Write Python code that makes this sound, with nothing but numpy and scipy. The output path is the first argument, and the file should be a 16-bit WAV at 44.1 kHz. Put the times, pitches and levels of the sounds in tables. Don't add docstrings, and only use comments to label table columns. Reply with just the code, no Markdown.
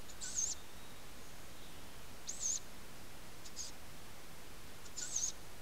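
import sys
import numpy as np
from scipy import signal
from scipy.fft import rfft, irfft, next_fast_len
from scipy.io import wavfile

SR = 44100
rng = np.random.default_rng(int(sys.argv[2]) if len(sys.argv) > 2 else 0)


def pcm_store(signal):
    levels = np.round(np.clip(np.atleast_2d(signal), -1, 1) * 32767)
    wavfile.write(sys.argv[1], SR, levels.astype(np.int16).T)


N = 247401
TIME_S = np.arange(N) / SR

# frequency in Hz, relative density in dB.
HISS_SPECTRUM = [(15, -15.5), (30, -15.5), (60, -18.5), (120, -21.5), (300, -25), (700, -28.5), (1400, -31),
                 (3000, -34.5), (6000, -37.5), (9000, -40), (13000, -42.5), (15700, -46)]
# start in seconds, length in seconds, start pitch in Hz, end pitch in Hz,
# level in dB before the echo, warble as a share of the pitch.
BIRD_NOTES = [(0.55, .06, 3630, 3640, -63, .02), (0.767, .15, 3820, 3780, -66.5, 0.0083),
              (1.168, .1, 6250, 6560, -67.5, 0.037), (1.23, .12, 6840, 6670, -74, 0.031),
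              (1.379, .08, 6740, 6560, -71, .03), (1.563, 0.081, 3800, 3600, -65.5, 0.051),
              (1.621, .09, 3420, 3010, -66, 0.058), (1.73, .06, 2870, 2936, -68, 0.039),
              (1.884, .08, 3230, 3095, -69, 0.042)]
# start in seconds, length in seconds, lowest pitch in Hz, level in dB.
LOW_NOTES = [(0.236, .065, 1470, -55.5), (0.353, 0.015, 1430, -55), (4.85, 0.022, 1400, -60.5),
             (5.008, 0.0564, 1435, -54)]
# multiple of the pitch, level in dB on top of the note's.
LOW_OVERTONES = [(1, 0), (2, -13), (3, -8), (4, -3), (5, 3.5)]
# start in seconds, length in seconds,
# start pitch in Hz, end pitch in Hz, level in dB before the box.
SQUEAKS = [(0.083, 0.027, 3470, 4800, -57), (.209, 0.037, 3504, 5430, -49), (3.452, .045, 4570, 4900, -58),
           (3.556, .135, 4970, 4730, -49.5), (4.968, 0.078, 5360, 4206, -50),
           (5.161, 0.073, 3180, 4930, -50)]
# start, slide, climb, dive and rebound in seconds, opening, notch,
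# crest, trough and rebound pitch in Hz, base levels of whistle and rasp in dB, rasp change on the crest in dB.
BEGGING_CALLS = [ (0.203, 0.034, .097, 0.08, 0.081, 8520, 7050, 8200, 6210, 7400, -37, -51.5, 0),
                 (2.268, 0.025, .096, 0.093, .058, 3500, 6400, 8150, 6246, 7100, -38.5, -50.5, -7.5),
                 (3.556, 0, 0, .064, .040, 8600, 8600, 8540, 6350, 8400, -48, -54.5, 9),
                 (4.959, .045, .111, 0.084, 0.069, 7280, 6400, 8060, 5920, 6800, -38.5, -50, -2.5)]
# centre in seconds, half width in seconds, change in dB.
WHISTLE_WOBBLES = [(.457, 0.011, -7.5), (.492, 0.017, 4.5), (.509, .005, -5), (3.594, 0.007, 7),
                   (3.684, 0.0071, -4), (5.008, 0.0099, -17), (5.167, 0.0097, 4.5), (5.2, .013, -13)]
# peak in seconds, base levels of whistle and rasp in dB.
SHORT_WHEEZES = [(.102, -53.5, -58), (3.463, -57, -51.5), (4.861, -59.5, -56.5)]
# frequency in Hz, gain in dB.
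THROAT_RESPONSE = [(3400, 2.5), (4100, 5), (4550, 0.5), (5350, -14), (5900, 0), (8600, -4.5), (10500, 6),
                   (12400, -7), (13350, 5), (14200, -25)]
# frequency in Hz, relative gain in dB.
RASP_COLOUR = [(1500, -25), (3000, -9), (3400, -3), (4400, 3), (5300, -2), (6500, 0), (7900, -6),
               (8600, -13), (9500, -20), (12000, -30), (13200, -20), (15000, -44)]
# frequency in Hz, width in Hz, level over the direct sound in dB.
BOX_MODES = [(3820, 85, -8.5), (5120, 74, -15), (5450, 31, 6.5), (5925, 50, 6), (6460, 81, -14),
             (6510, 160, 5.5), (7024, 78, 3.5), (7350, 60, -3), (7800, 190, -0.5), (8050, 51, -25)]

HISS_DB = -54
LOW_BEND_SHARE, LOW_FADE_S = .09, 0.0091
SQUEAK_ATTACK_SHARE, SQUEAK_RELEASE_SHARE = 0.25, 0.4
SHORT_HZ, SHORT_ATTACK_S, SHORT_RELEASE_S, SHORT_EDGE_DB = 6960, 0.019, .026, -15.5
CLIMB_HASTE, DIVE_HASTE = .85, .75
DROP_S, DROP_END_HZ, DROP_HANG = .045, 3492, 1.35
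DROP_WHISTLE_DB, DROP_RASP_DB = -4.5, 6
OPENING_DB = -3.5
SQUEEZE_DB, SQUEEZED_BY_SHARE, EASES_FROM_SHARE, OPEN_BY_SHARE = -3.5, 0.33, .05, 0.28
THIN_ABOVE_HZ, THIN_DB_PER_KHZ = 6400, -2
RASP_PIVOT_HZ, RASP_DB_PER_KHZ = 6530, -0.6
ATTACK_S, RASP_ATTACK_S, RELEASE_S = 0.021, 0.031, 0.025
CUTOFF_HZ, OFFSET = 15720, .0062


def from_db(db):
    return 10 ** (np.asarray(db) / 20)


def rms_one(x):
    return x / np.sqrt(np.mean(x ** 2) + 1e-20)


def colour(x, spectrum):
    hz, db = np.transpose(spectrum)
    size = next_fast_len(N)
    bins_hz = np.maximum(np.fft.rfftfreq(size, 1 / SR), 1)
    gain = from_db(np.interp(np.log(bins_hz), np.log(hz), db))
    return irfft(rfft(x, size) * gain, size)[:N]


def flutter(rate_hz):
    low_pass = signal.butter(2, rate_hz, fs=SR, output="sos")
    return rms_one(signal.sosfilt(low_pass, rng.standard_normal(N)))


def phase_of(hz):
    return 2 * np.pi * np.cumsum(hz) / SR


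def hoarse_tone(phase, width_hz):
    return flutter(width_hz) * np.sin(phase) + flutter(width_hz) * np.cos(phase)


def scatter(x, t60_s):
    tail = rng.standard_normal(SR) * np.exp(-np.log(1000) * TIME_S[:SR] / t60_s)
    return signal.fftconvolve(x, tail / np.linalg.norm(tail))[:N]


def glide(rows, column):
    rows = np.array(rows)
    return np.interp(TIME_S, rows[:, 0], rows[:, column])


def gate(start_s, end_s, fade_s=0.0021):
    return np.clip(1 + np.minimum(TIME_S - start_s, end_s - TIME_S) / fade_s, 0, 1)


def controls(curves, db_columns):
    pitch_hz = glide(sorted(row for curve in curves for row in curve), 1)
    gains = [sum(gate(curve[0][0], curve[-1][0]) * from_db(glide(curve, column)) for curve in curves)
             for column in db_columns]
    return pitch_hz, *gains


def fade_db(t_s, attack_s, release_s):
    ramp = np.minimum((t_s - t_s[0]) / attack_s, (t_s[-1] - t_s) / release_s)
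    return 20 * np.log10(np.clip(ramp, .03, 1))


def swoop(share):
    return (1 - np.cos(np.pi * share)) / 2


def microphone_hiss():
    return from_db(HISS_DB) * rms_one(colour(rng.standard_normal(N), HISS_SPECTRUM))


def songbirds(warble_hz=120, echo_db=0.5):
    notes = [[(start_s, start_hz, db, warble), (start_s + length_s, end_hz, db, warble)]
             for start_s, length_s, start_hz, end_hz, db, warble in BIRD_NOTES]
    warble_share = glide(sorted(row for note in notes for row in note), 3)
    pitch_hz, gain = controls(notes, (2,))
    song = gain * np.sin(phase_of(pitch_hz * (1 + warble_share * flutter(warble_hz))))
    return song + from_db(echo_db) * scatter(song, t60_s=1.0)


def low_note(start_s, length_s, lowest_hz, db):
    t_s = np.linspace(start_s, start_s + length_s)
    pitch_hz = lowest_hz * (1 + LOW_BEND_SHARE * np.linspace(-1, 1) ** 2)
    return list(zip(t_s, pitch_hz, db + fade_db(t_s, LOW_FADE_S, LOW_FADE_S)))


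def low_notes(jitter_share=0.01, jitter_hz=600):
    pitch_hz, gain = controls([low_note(*row) for row in LOW_NOTES], (2,))
    phase = phase_of(pitch_hz * (1 + jitter_share * flutter(jitter_hz)))
    overtones = sum(from_db(db) * np.sin(round(multiple) * phase) for multiple, db in LOW_OVERTONES)
    return gain * np.sqrt(2) * overtones


def squeak(start_s, length_s, start_hz, end_hz, db):
    t_s = np.linspace(start_s, start_s + length_s)
    level_db = db + fade_db(t_s, SQUEAK_ATTACK_SHARE * length_s, SQUEAK_RELEASE_SHARE * length_s)
    return list(zip(t_s, np.linspace(start_hz, end_hz), level_db))


def squeaks(width_hz=250):
    pitch_hz, gain = controls([squeak(*row) for row in SQUEAKS], (2,))
    return gain * hoarse_tone(phase_of(pitch_hz), width_hz)


def short_wheeze(peak_s, whistle_db, rasp_db):
    shape = [(-SHORT_ATTACK_S, SHORT_EDGE_DB), (0, 0), (SHORT_RELEASE_S, SHORT_EDGE_DB)]
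    return [(peak_s + s, SHORT_HZ, whistle_db + db, rasp_db + db) for s, db in shape]


def begging_call(start_s, slide_s, climb_s, dive_s, rebound_s, opening_hz, notch_hz, crest_hz, trough_hz,
                 rebound_hz, whistle_db, rasp_db, crest_rasp_db):
    turns_s = start_s + np.cumsum([0, slide_s, climb_s, dive_s, rebound_s, DROP_S])
    t_s = np.linspace(start_s, turns_s[-1], num=300)
    slide, climb, dive, rebound, drop = (np.interp(t_s, leg, [0, 1]) for leg in zip(turns_s, turns_s[1:]))
    pitch_hz = (opening_hz
                + (notch_hz - opening_hz) * slide ** 2
                + (crest_hz - notch_hz) * np.sin(np.pi / 2 * climb ** CLIMB_HASTE)
                + (trough_hz - crest_hz) * swoop(dive ** DIVE_HASTE)
                + (rebound_hz - trough_hz) * swoop(rebound)
                + (DROP_END_HZ - rebound_hz) * swoop(drop ** DROP_HANG))

    squeezing = np.interp(climb, [0, SQUEEZED_BY_SHARE], [0, 1])
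    squeeze = squeezing * np.interp(dive, [EASES_FROM_SHARE, OPEN_BY_SHARE], [1, 0])
    thinning_db = THIN_DB_PER_KHZ * np.maximum(pitch_hz - THIN_ABOVE_HZ, 0) / 1000
    escaping_db = RASP_DB_PER_KHZ * (pitch_hz - RASP_PIVOT_HZ) / 1000
    wobble_db = sum(db * np.exp(-((t_s - s) / width_s) ** 2) for s, width_s, db in WHISTLE_WOBBLES)

    tone_db = (whistle_db + OPENING_DB * (1 - swoop(dive)) + SQUEEZE_DB * squeeze + DROP_WHISTLE_DB * drop
               + thinning_db + wobble_db + fade_db(t_s, ATTACK_S, RELEASE_S))
    air_db = (rasp_db + crest_rasp_db * squeeze + DROP_RASP_DB * drop
              + escaping_db + fade_db(t_s, RASP_ATTACK_S, RELEASE_S))
    return list(zip(t_s, pitch_hz, tone_db, air_db))


def rasp(pitch_hz, spacing_hz=1520, band_width_hz=200, band_db=-9, patchy_db=1.0, patchy_hz=70,
         grain_db=2.1, grain_hz=700):
    air = np.zeros(N)
    edges_hz = np.geomspace(1500, 15000, num=17)
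    for band_hz in zip(edges_hz, edges_hz[1:]):
        band_pass = signal.butter(2, band_hz, "band", fs=SR, output="sos")
        patch = signal.sosfilt(band_pass, rng.standard_normal(N))
        air += patch * from_db(patchy_db * flutter(patchy_hz))
    side_bands = sum(hoarse_tone(phase_of(pitch_hz + side * spacing_hz), band_width_hz) for side in (-1, 1))
    breath = colour(rms_one(air) + from_db(band_db) * rms_one(side_bands), RASP_COLOUR)
    return rms_one(breath * from_db(grain_db * flutter(grain_hz)))


def whistle(pitch_hz, hoarseness, jitter_share=0.0066, jitter_hz=600, shake_db=3.0, shake_hz=220,
            fray_share=0.0126, hoarse_width_hz=280, octave_db=-26):
    spread = jitter_share + fray_share * hoarseness
    phase = phase_of(pitch_hz * (1 + spread * flutter(jitter_hz)))
    clear = rms_one(np.sin(phase) * from_db(shake_db * flutter(shake_hz)))
    frayed = hoarse_tone(phase, hoarse_width_hz)
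    tone = np.sqrt(1 - hoarseness) * clear + np.sqrt(hoarseness) * frayed
    return tone + from_db(octave_db) * hoarse_tone(2 * phase, hoarse_width_hz)


def wheezes(rasp_trim_db=1.5, fraying=1.4, strain_hz=7400, slack_hz=5950, strain_span_hz=500):
    calls = [begging_call(*row) for row in BEGGING_CALLS] + [short_wheeze(*row) for row in SHORT_WHEEZES]
    pitch_hz, whistle_gain, rasp_gain = controls(calls, (2, 3))
    rasp_share = rasp_gain ** 2 / (rasp_gain ** 2 + whistle_gain ** 2 + 1e-20)
    excess_hz = np.maximum(pitch_hz - strain_hz, 0) + np.maximum(slack_hz - pitch_hz, 0)
    hoarseness = np.clip(fraying * rasp_share + excess_hz / strain_span_hz, 0, 1)
    tone = colour(whistle_gain * whistle(pitch_hz, hoarseness), THROAT_RESPONSE)
    return tone + from_db(rasp_trim_db) * rasp_gain * rasp(pitch_hz)


def nest_box(x, level_db=-3.0, boards_db=-13):
    rung = x.copy()
    for hz, width_hz, db in BOX_MODES:
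        rung += from_db(db) * signal.lfilter(*signal.iirpeak(hz, hz / width_hz, fs=SR), x)
    return from_db(level_db) * (rung + from_db(boards_db) * scatter(rung, t60_s=0.044))


def scene(trees_db=-22):
    chick = nest_box(wheezes() + squeaks()) + low_notes()
    wood = from_db(trees_db) * scatter(chick, t60_s=0.51) + songbirds()
    mono = chick + wood + microphone_hiss()
    return np.array([mono, mono])


def record(dry):
    low_pass = signal.firwin(1601, CUTOFF_HZ, fs=SR)
    return signal.fftconvolve(dry, low_pass[None], mode="same", axes=1) + OFFSET


dry = scene()
out = record(dry)
pcm_store(out)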